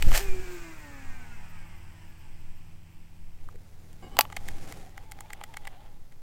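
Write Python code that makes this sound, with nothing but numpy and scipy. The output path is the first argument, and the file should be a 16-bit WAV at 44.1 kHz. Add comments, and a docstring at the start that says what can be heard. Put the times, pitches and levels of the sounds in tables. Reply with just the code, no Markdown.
"""A fishing reel's spool spins up on a cast, then whirs down on its bearings as line hisses out.
Heard from the angler's chest in the bow of a boat: the clutch clicks free and the rod swishes through
the air. After the run the thumb creaks on the spool, the clutch snaps in, and a few turns of the handle
make the gears purr and tick. Sleeves rustle, and wind buffets the microphone over lapping water and
the low hum of the boat."""
import sys
import numpy as np
from scipy import signal
from scipy.fft import rfft, irfft, next_fast_len
from scipy.io import wavfile
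from scipy.ndimage import uniform_filter1d, map_coordinates

SR = 44100
rng = np.random.default_rng(int(sys.argv[2]) if len(sys.argv) > 2 else 0)


def put_to_file(sound):
    """Save the sound as 16-bit audio at rate SR, in the file named by the first command-line argument."""
    columns = np.atleast_2d(sound).T  # one column per channel
    safe = np.clip(columns, -1, 1)
    whole_steps = np.round(safe * 32767)
    wavfile.write(sys.argv[1], SR, whole_steps.astype(np.int16))


N = 274294
TIME = np.arange(N) / SR


def undb(db):
    """Decibels to gain."""
    return 10 ** (np.asarray(db) / 20)


def unit(x):
    """Scale to rms 1."""
    return x / np.sqrt(np.mean(x ** 2))


def curve(table):
    """An automation line through (seconds, value) points."""
    return np.interp(TIME, *np.transpose(table))


def colour(x, points):
    """EQ by a curve of (Hz, dB) points."""
    hz, db = np.transpose(points)
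    size = next_fast_len(len(x))
    bins_hz = np.maximum(np.fft.rfftfreq(size, 1 / SR), 1)
    gain = undb(np.interp(np.log(bins_hz), np.log(hz), db))
    return irfft(rfft(x, size) * gain, size)[:len(x)]


def noise(points):
    """Coloured noise of rms 1."""
    return unit(colour(rng.standard_normal(N), points))


def walk(rate_hz):
    """Smooth random drift of rms 1."""
    knots = rng.standard_normal(N // 10)
    return unit(map_coordinates(knots, [TIME * rate_hz], order=2, mode="wrap"))


def wavering(hz, width_hz, rough):
    """A partial whose size and phase are shaken at about width_hz."""
    phase = 2 * np.pi * np.cumsum(hz) / SR + rng.uniform(0, 2 * np.pi)
    shake = rng.standard_normal((2, N // 20))
    a, b = (np.interp(TIME * width_hz, np.arange(N // 20), row) for row in shake)
    return unit((1 + rough * a) * np.sin(phase) + rough * b * np.cos(phase))


def resonate(x, hz, width_hz):
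    """A resonance applied twice, for steep skirts."""
    b, a = signal.iirpeak(hz, hz / width_hz, fs=SR)
    return signal.lfilter(b, a, signal.lfilter(b, a, x))


def grains(rate_hz, spread_db):
    """Sparse random impulses of uneven size."""
    impulses = (rng.random(N) < rate_hz / SR) * rng.standard_normal(N)
    return impulses * undb(spread_db * np.minimum(rng.exponential(size=N), 4))


def swell(s, db, rise_s, fall_s, hold_s=0):
    """Gain that reaches db at time s, holds, and falls; rise and fall are the times for 20 dB."""
    before, after = np.maximum(s - TIME, 0), np.maximum(TIME - s - hold_s, 0)
    return undb(db - 20 * (before / rise_s + after / fall_s))


def swells(table):
    """Joint gain of several swells."""
    return np.sqrt(sum(swell(*row) ** 2 for row in table))


def decay(t, t60):
    """A tail that drops 60 dB in t60 seconds."""
    return np.exp(-np.log(1000) * t / t60)


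def add(out, s, x):
    """Mix x into out from time s."""
    i = max(int(s * SR), 0)
    out[i:i + len(x)] += x[:N - i]


# Tone of water and open air. Each row: frequency in Hz, EQ gain in dB.
WATER_EQ = [(30, 1.5), (70, -13), (120, 4), (190, -7), (260, -9.5), (450, -19.5), (800, -17), (1300, -23),
            (2400, -28), (4000, -27.5), (9000, -32), (16000, -30)]


def water():
    """Lapping water and open air make a soft, barely moving bed."""
    return noise(WATER_EQ) * undb(-59 + .55 * walk(4))


# The boat's drone. Each row: pitch in Hz, level in dB.
HUM_PARTIALS = [(85.5, -53.5), (103.5, -58.5), (163.5, -59), (205, -68.5), (287, -79), (327, -69.5)]
# Its two slow swells. Each row: peak time in seconds, gain in dB, rise and fall in seconds.
HUM_RIDES = [(1.8, 0.5, 7.7, 4.2), (4.55, 1, 3.3, 1.6)]


def boat_hum():
    """The boat hums on a few low, slightly unsteady partials."""
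    hum = sum(undb(db) * wavering(np.full(N, hz), width_hz=6, rough=.2) for hz, db in HUM_PARTIALS)
    return hum * swells(HUM_RIDES)


# Air thumps as the body swings. Each row: start in seconds, level in dB, rise and fall in seconds.
AIR_THUMPS = [(.07, -7, 0.0014, 0.013), (.28, -13.5, 0.024, 0.045)]


def buffets():
    """Each buffet is one quick push of air that ebbs away."""
    out, t = np.zeros(N), TIME[:SR // 2]
    for s, db, rise_s, fall_s in AIR_THUMPS:
        push = (1 - np.exp(-(t / rise_s) ** 2)) * np.exp(-t / fall_s)
        add(out, s, undb(db) * push / push.max())
    return out


# Rumble of the breeze and of the gusts. Each row: frequency in Hz, EQ gain in dB.
BREEZE_EQ = [(4, -12), (9, 3.5), (16, -13), (28, -20.5), (50, -26), (100, -36), (200, -48), (500, -52.5),
             (2000, -120)]
GUST_EQ = [(4, -16.5), (9, 2.5), (16, -11.5), (28, -28.5), (50, -27), (100, -47), (300, -83), (2000, -130)]
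# Air driven by the swing, and slow gusts.
# Each row: peak time in seconds, level in dB, rise and fall in seconds.
SWING_BLASTS = [(.078, -4.5, 0.076, 0.11), (.33, -24, 0.35, 0.32)]
SLOW_GUSTS = [(1.08, -30, .25, 0.39), (1.62, -34, 0.55, 0.37), (2.48, -35.5, 0.66, 0.25),
              (3.24, -31, 0.16, .2), (3.46, -29.5, 0.28, 0.3), (4.53, -29.5, 0.46, 0.52),
              (5.8, -43, 0.99, 1.3)]


def wind(breeze_db=-42.5, ceiling=.6):
    """Moving air pushes on the microphone; the hardest buffets flatten out."""
    breeze, gusts = noise(BREEZE_EQ), noise(GUST_EQ)
    breeze /= np.sqrt(uniform_filter1d(breeze ** 2, SR // 4))  # even out the level
    breeze *= np.hypot(undb(breeze_db), swells(SWING_BLASTS))
    air = breeze + gusts * swells(SLOW_GUSTS) + buffets()
    return ceiling * np.tanh(air / ceiling)


# A low thump on the swing, then a small tap and soft plops, perhaps the lure landing far off.
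# Each row: start in seconds, pitch in Hz, level in dB, t60 in seconds.
THUMP_AND_PLOPS = [(.071, 68, -15, 0.1), (3.488, 1195, -34, 0.016), (3.544, 477, -51, 0.073),
                   (3.554, 434, -47, 0.056)]


def thump_and_plops():
    """Each thump, tap or plop is a close cluster of quickly damped tones."""
    out, t = np.zeros(N), TIME[:SR // 8]
    for s, hz, db, t60 in THUMP_AND_PLOPS:
        phase = 2 * np.pi * hz * t
        ring = np.sin(phase) - .27 * np.sin(1.34 * phase) + .64 * np.sin(.88 * phase)
        attack = 1 - np.exp(-t / .0009)
        add(out, s, undb(db) * ring * attack * decay(t, t60))
    return out


# Tone of the cloth. Each row: frequency in Hz, EQ gain in dB.
CLOTH_EQ = [(71, -31), (120, 2), (167, -7), (436, -8), (643, -12), (839, -13), (968, -18), (2240, -18),
            (3110, -24), (7200, -24.5), (16000, -34.5)]
# Rubs as the rod is lowered. Each row: peak time in seconds, level in dB, rise and fall in seconds.
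CLOTH_RUBS = [(4.52, -49, 0.51, 0.27), (4.67, -46, 0.24, 0.3)]


def sleeves():
    """Cloth fibres catch and let go, in two rubs and a faint rustle as the angler shifts."""
    shift = swell(3.42, db=-62, rise_s=.12, fall_s=2.6, hold_s=2.1)
    folds = undb(1.4 * walk(45))
    fibres = unit(colour(grains(rate_hz=14000, spread_db=3.5), CLOTH_EQ))
    return fibres * np.hypot(swells(CLOTH_RUBS), shift) * folds


# Tone of the swish. Each row: frequency in Hz, EQ gain in dB.
SWISH_EQ = [(180, -43), (300, -9), (418, -13), (801, -1.5), (1030, -11), (1660, -5), (3030, -7),
            (3640, -13), (4370, -11), (8220, -11), (9710, -18), (14500, -12.5), (16000, -28)]
# Backswing, then forward whip. Each row: peak time in seconds, level in dB, rise and fall in seconds.
ROD_STROKES = [(.09, -40, 0.27, 0.28), (.155, -25, 0.052, 0.074)]


def rod_swish(split_hz=3300, treble_lag_s=.0058):
    """Air tears past the rod while line and sleeve crackle; the treble peaks late, at top tip speed."""
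    crackle = unit(colour(grains(rate_hz=5000, spread_db=2.5), SWISH_EQ))
    air = unit(noise(SWISH_EQ) + 1.3 * crackle)
    low = signal.sosfiltfilt(signal.butter(2, split_hz, fs=SR, output="sos"), air)
    gain = swells(ROD_STROKES)
    return low * gain + (air - low) * np.interp(TIME - treble_lag_s, TIME, gain)


# Resonances the thumb shakes. Each row: frequency in Hz, width in Hz, relative level in dB.
CREAK_MODES = [(257, 150, 4), (356, 110, -2.5), (505, 54, -0.5), (753, 48, 4.5), (1090, 80, 0),
               (1602, 70, -7), (2180, 150, -11), (2903, 90, -2.5), (3800, 90, -16.5), (4760, 300, -20.5),
               (7500, 230, -18)]
# Presses on the spool. Each row: peak time in seconds, level in dB, rise and fall in seconds.
CREAK_SWELLS = [(4.026, -46, 0.004, 0.3), (4.2, -41, 0.052, 0.0301)]


def thumb(judder_hz=122, bend=.04, bend_start_s=4.09, bend_length_s=.053):
    """The wound line judders and squeaks under the thumb, a little higher as it tightens."""
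    slip_count = np.floor(np.cumsum(judder_hz * (1 + .44 * walk(90))) / SR)
    slips = unit(np.diff(slip_count, prepend=0) * undb(1.1 * walk(81)))
    friction = slips + .39 * rng.standard_normal(N)
    creak = unit(sum(undb(db) * resonate(friction, hz, width) for hz, width, db in CREAK_MODES))
    pitch_ratio = 1 + bend * np.clip((TIME - bend_start_s) / bend_length_s, 0, 1)
    creak = map_coordinates(creak, [np.cumsum(pitch_ratio)], order=3, mode="mirror")
    return creak * swells(CREAK_SWELLS)


# The hand slows and pushes on twice a turn. Each row: time in seconds, gear mesh rate in Hz.
MESH_RATE = [(4.2, 815), (4.87, 768), (4.99, 785), (5.08, 886), (5.18, 791), (5.27, 895), (5.35, 792),
             (5.39, 855), (5.45, 776), (5.495, 925), (5.56, 816), (5.6, 834), (5.7, 750), (5.76, 720),
             (5.81, 850), (5.9, 820)]
# The purr. Each row: multiple of the mesh rate, relative level in dB.
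GEAR_PARTIALS = [(1, -1), (2.5, -15), (4, -18.5), (5.4, -23.5)]
# Grit between the teeth. Each row: frequency in Hz, EQ gain in dB.
GRIT_EQ = [(200, -4.5), (700, 9), (1300, -0.5), (2100, -3), (2700, -2.5), (3400, -3), (4500, -15.5),
           (6000, -23), (16000, -27)]


def gears(load_db_per_s=3.5, full_load_s=5.34):
    """Rough, gritty teeth purr at a pitch that follows the hand, louder as the line tightens."""
    hz = curve(MESH_RATE)
    gain = swell(4.065, db=-57, rise_s=.058, fall_s=.26, hold_s=1.74)
    gain *= undb(load_db_per_s * np.minimum(TIME - full_load_s, 0))
    purr = np.zeros(N)
    for k, db in GEAR_PARTIALS:
        partial = wavering(k * hz, width_hz=110 * k, rough=1.3 * k)
        flicker = undb(min(k, 4) * walk(25))
        purr += undb(db) * unit(partial * flicker)
    grit = unit(colour(grains(rate_hz=3500, spread_db=3), GRIT_EQ)) * undb(2.5 * walk(30))
    return (undb(-1) * purr + undb(-5) * grit) * gain


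def strike(modes, frame_db, treble_db):
    """One contact in the reel: its modes, a short crack, and the fainter ring of the rod."""
    t = TIME[:SR // 8]
    hz, db, t60 = np.transpose(modes)[:, :, None]
    hz = hz * (1 + .008 * rng.standard_normal(hz.shape))
    gain = undb(db + frame_db * (hz < 1500) + treble_db * (hz > 4000))
    gain *= undb(1.2 * rng.standard_normal(hz.shape))  # no two contacts land on the same spot
    ring = gain * np.sin(2 * np.pi * (hz * t + rng.random(hz.shape)))
    rod_db = -25 - 8 * (hz > 1500)  # the rod takes up mostly the low modes
    fade = decay(t, t60) + undb(rod_db) * decay(t, 6 * t60)
    crack_eq = [(150, frame_db - 16.5), (700, frame_db + 4), (3000, 6.8),
                (8000, treble_db - 6), (15000, treble_db - 6.5)]
    crack = colour(rng.standard_normal(len(t)), crack_eq)
    crack *= 1.34 * np.exp(-t / .001) + .11 * np.exp(-t / .0088)
    attack = 1 - np.exp(-t / .000097)
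    hit = ((ring * fade).sum(axis=0) + crack) * attack * undb(-11)
    # so small a body radiates almost no bass
    return signal.sosfilt(signal.butter(3, 470, "highpass", fs=SR, output="sos"), hit)


def knocks(events, modes, chatter_db):
    """Parts of the reel knock home; they chatter lightly just before they seat."""
    out = np.zeros(N)
    for s, db, frame_db, treble_db in events:
        add(out, s, undb(db) * strike(modes, frame_db, treble_db))
        lead_s = rng.uniform(.00077, .0054)
        add(out, s - lead_s, undb(db + chatter_db) * strike(modes, frame_db, treble_db + 6))
    return out


# Handle ticks. Each row: start in seconds, then gain, frame boost and treble boost in dB.
HANDLE_TICKS = [(3.411, -49, -10, 0), (3.488, -45, -8, 3), (3.558, -45, -10, -2), (3.93, -43.5, -8, 5),
                (4.3245, -35.5, 4, 2), (4.327, -29, 2.5, -5), (4.3665, -17, -7, -3),
                (4.3691, -19, -0.5, -6), (4.486, -21, -6.5, -0.5), (4.724, -26, -4, -0.5),
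                (4.9785, -29.5, 0.5, -4), (5.1192, -28, -8, 4), (5.1885, -37.5, 9, -4),
                (5.2075, -32.5, 5.5, 8), (5.3045, -28.5, -1.5, -6), (5.333, -24.5, -10, 2),
                (5.413, -31, 8, -7), (5.4385, -23, -7, 0), (5.54, -34, -2, -3), (5.543, -30, -1, -10),
                (5.5706, -21, -5, -4), (5.6528, -29.5, -4, -9), (5.672, -25, 0, -2.5),
                (5.6757, -23.5, -11, -9), (6.123, -39, -9, -8)]
# Ring of handle and shaft. Each row: frequency in Hz, relative level in dB, t60 in seconds.
HANDLE_RING = [(812, 0.5, 0.022), (1220, -3, 0.011), (1620, -3, 0.012), (1995, 1.5, 0.014),
               (2200, -2.5, 0.016), (3170, -9.5, 0.016), (4520, -10, 0.0034), (6000, -15, 0.011),
               (7120, -1, 0.0066), (8330, 6, 0.0022), (10550, 1.5, 0.0014), (11100, -16, 0.0033),
               (13900, -13, 0.015)]


def handle():
    """The handle rattles and takes up its play."""
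    return knocks(HANDLE_TICKS, HANDLE_RING, chatter_db=-13)


# Clutch clicks. Each row: start in seconds, then gain, frame boost and treble boost in dB.
CLUTCH_SNAPS = [(.0244, -8, -15.5, -2.5), (.1178, -20.5, -1.5, -12), (.1485, -19, -4, -7),
                (.176, -13, -28, 6.5), (4.1687, -24, -1, 3), (4.1893, 2.5, 1, -3), (4.2092, -5, -4.5, 7.5),
                (4.2525, -33.5, 6, -7), (4.301, -37, 4.5, -3)]
# Ring of clutch and frame. Each row: frequency in Hz, relative level in dB, t60 in seconds.
CLUTCH_RING = [(721, -2.5, 0.014), (830, -4, .035), (973, 7, .009), (1155, -1.5, 0.016), (1333, -2, .013),
               (1980, 1, 0.006), (2530, -6.5, 0.014), (2930, -6, 0.014), (3300, -10, 0.017),
               (4520, -7.5, 0.014), (4900, -10, .011), (5850, -13, 0.0094), (6500, -6.5, 0.0044),
               (7790, -2, 0.0056), (10800, -8, .004), (14250, -7.5, 0.011)]


def clutch():
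    """The clutch lets go for the cast, is jolted, and later snaps back in."""
    return knocks(CLUTCH_SNAPS, CLUTCH_RING, chatter_db=-35.5)


# The spring's zing. Each row: pitch in Hz, width in Hz, level in dB, t60 in seconds.
SPRING_RING = [(12500, 150, -37.5, .13), (14150, 700, -14, .028)]


def clutch_spring(snap_s=4.1893):
    """The spring sings, thin and rough, as the clutch seats."""
    return sum(wavering(np.full(N, hz), width, rough=1.2) * swell(snap_s, db, .0005, t60 / 3)
               for hz, width, db, t60 in SPRING_RING)


# Line hiss, early and with the rod raised. Each row: frequency in Hz, EQ gain in dB.
EARLY_LINE_EQ = [(250, 0), (550, -3.5), (850, -1.5), (1150, -4), (1700, -5), (2500, -0.5), (3100, -8.5),
                 (3900, -11), (5400, -9.5), (6300, -10), (7500, -6.5), (9300, -16), (11000, -23),
                 (14000, -16.5)]
RAISED_LINE_EQ = [(250, -3), (520, -11.5), (850, 6.5), (1150, 2.5), (1600, 1), (2500, 2), (3100, -1),
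                  (3700, -10), (4800, -8), (6700, -10.5), (7900, -7.5), (8900, -9), (10300, -19.5),
                  (14000, -22)]
# The bounce off the arm lengthens as the rod goes up. Each row: time in seconds, extra path in metres.
ARM_DETOUR = [(.9, 0.11), (1.2, 0.12), (1.5, 0.1274), (2, 0.13), (3, 0.13)]


def line_hiss(spool_hz, raise_s=1, raise_length_s=.76):
    """Line runs through the guides, pulsing once a spool turn and changing colour as the rod lifts."""
    raised = np.clip((TIME - raise_s) / raise_length_s, 0, .93)
    hiss = np.sqrt(1 - raised) * noise(EARLY_LINE_EQ) + np.sqrt(raised) * noise(RAISED_LINE_EQ)
    delay_s = curve(ARM_DETOUR) / 343
    arm_echo = map_coordinates(hiss, [(TIME - delay_s) * SR], order=3, mode="mirror")
    hiss += undb(-9) * raised * arm_echo
    turn = np.sin(2 * np.pi * np.cumsum(spool_hz) / SR)
    hiss *= (1 + .21 * turn) * undb(.5 * walk(18))
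    # loose coils brush the guides in brief, high chirps
    brush = unit(resonate(rng.standard_normal(N), hz=14100, width_hz=1700))
    return hiss + brush * undb(-28.5 + 10 * np.minimum(walk(30), 2))


# Partials of the shaft (whole numbers) and the bearing balls.
# Each row: multiple of the spool speed, relative level in dB.
BEARING_PARTIALS = [(2, 0), (2.55, -14), (3, -0.5), (3.5, -1.5), (3.97, -1.5), (4.38, -3.5), (4.55, -2.5),
                    (4.98, -5), (5.45, -5.5), (5.96, -6.5), (6.35, 3), (6.97, -5), (7.33, -2.5), (7.88, -8),
                    (8.33, -3), (8.86, -6), (9.33, -4), (9.75, -4), (10.65, -6), (11.65, 3), (12.4, -8),
                    (12.9, -4), (13.8, -5)]
# The reel's body; a partial swells as it falls through a peak. Each row: frequency in Hz, gain in dB.
REEL_EQ = [(200, -9), (500, -4.5), (700, -1.5), (860, 6.5), (1030, -0.5), (1200, 1.5), (1380, -0.5),
           (1560, 7), (1720, 3.5), (1870, 5.5), (1980, 2.5), (2130, 4), (2280, 2), (2450, 6.5), (2850, -9),
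           (3200, -25), (4200, -23), (8000, -57)]


def bearings(spool_hz):
    """The balls skid, so their partials swell, fade and blur; the high ones blur most."""
    whine = np.zeros(N)
    for k, db in BEARING_PARTIALS:
        whine += undb(db + walk(12)) * wavering(k * spool_hz, width_hz=14 + .55 * k ** 2, rough=.85)
    whine = colour(whine, REEL_EQ)
    return whine / np.std(whine[:2 * SR])


# Spool speed while the lure pulls, before it coasts. Each row: time in seconds, turns per second.
SPOOL_SPEED = [(0, 125), (.1, 198), (.175, 354.9), (.215, 399), (.3, 378.5), (.5, 362.6), (.7, 324.8),
               (.85, 293.2)]


def spool(full_speed_hz=360, drag_per_s=.553, taut_s=.204, taut_rise_s=.041, slack_s=3.4):
    """Unbalance hums once a turn under the bearings' whine and the line's hiss; all fade as it slows."""
    coasting_s = np.maximum(TIME - SPOOL_SPEED[-1][0], 0)
    hz = curve(SPOOL_SPEED) * np.exp(-drag_per_s * coasting_s)
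    octaves_down = np.log2(full_speed_hz / hz)
    # the line comes taut with a jerk, the lure pulls for a while, and the line runs until slack
    jerk = swell(taut_s, -47, taut_rise_s, fall_s=.1)
    pull = swell(taut_s, 0, taut_rise_s, fall_s=.31, hold_s=.35)
    running = swell(taut_s, 0, taut_rise_s, fall_s=.39, hold_s=slack_s - taut_s)
    tone_gain = running * undb(-49.5 - 20.5 * octaves_down) + pull * undb(-49.5)
    whine_gain = running * undb(-50.5 - 9.5 * octaves_down ** 2) + jerk
    hiss_gain = running * undb(-53 - 6.5 * octaves_down) + pull * undb(-59.5)
    hz *= 1 + .002 * walk(25.03)  # slight pitch flutter
    tone = wavering(hz, width_hz=20, rough=.58) * tone_gain
    whine = bearings(hz) * whine_gain
    hiss = line_hiss(hz) * hiss_gain
    # the shaft presses on its bearing: an octave that follows the jerk and the square of the tone
    octave_gain = tone_gain ** 2 * undb(-2) + jerk * undb(7.5)
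    octave = wavering(2 * hz, width_hz=35, rough=.39) * octave_gain
    return tone + octave + whine + hiss


def scene():
    """The reel, the cast and the surroundings, in open air, in mono."""
    reel = spool() + thumb() + gears() + clutch() + handle() + clutch_spring()
    cast = rod_swish() + sleeves() + thump_and_plops()
    surroundings = wind() + boat_hum() + water()
    return (reel + cast + surroundings)[None]


def record(dry, ceiling=.95, top_hz=16000):
    """Soft clipping rounds the loudest peak, and a steep low-pass cuts the top."""
    rounded = ceiling * np.tanh(dry / ceiling)
    return signal.sosfilt(signal.ellip(10, .2, 80, top_hz, fs=SR, output="sos"), rounded)


dry = scene()
out = record(dry)
put_to_file(out)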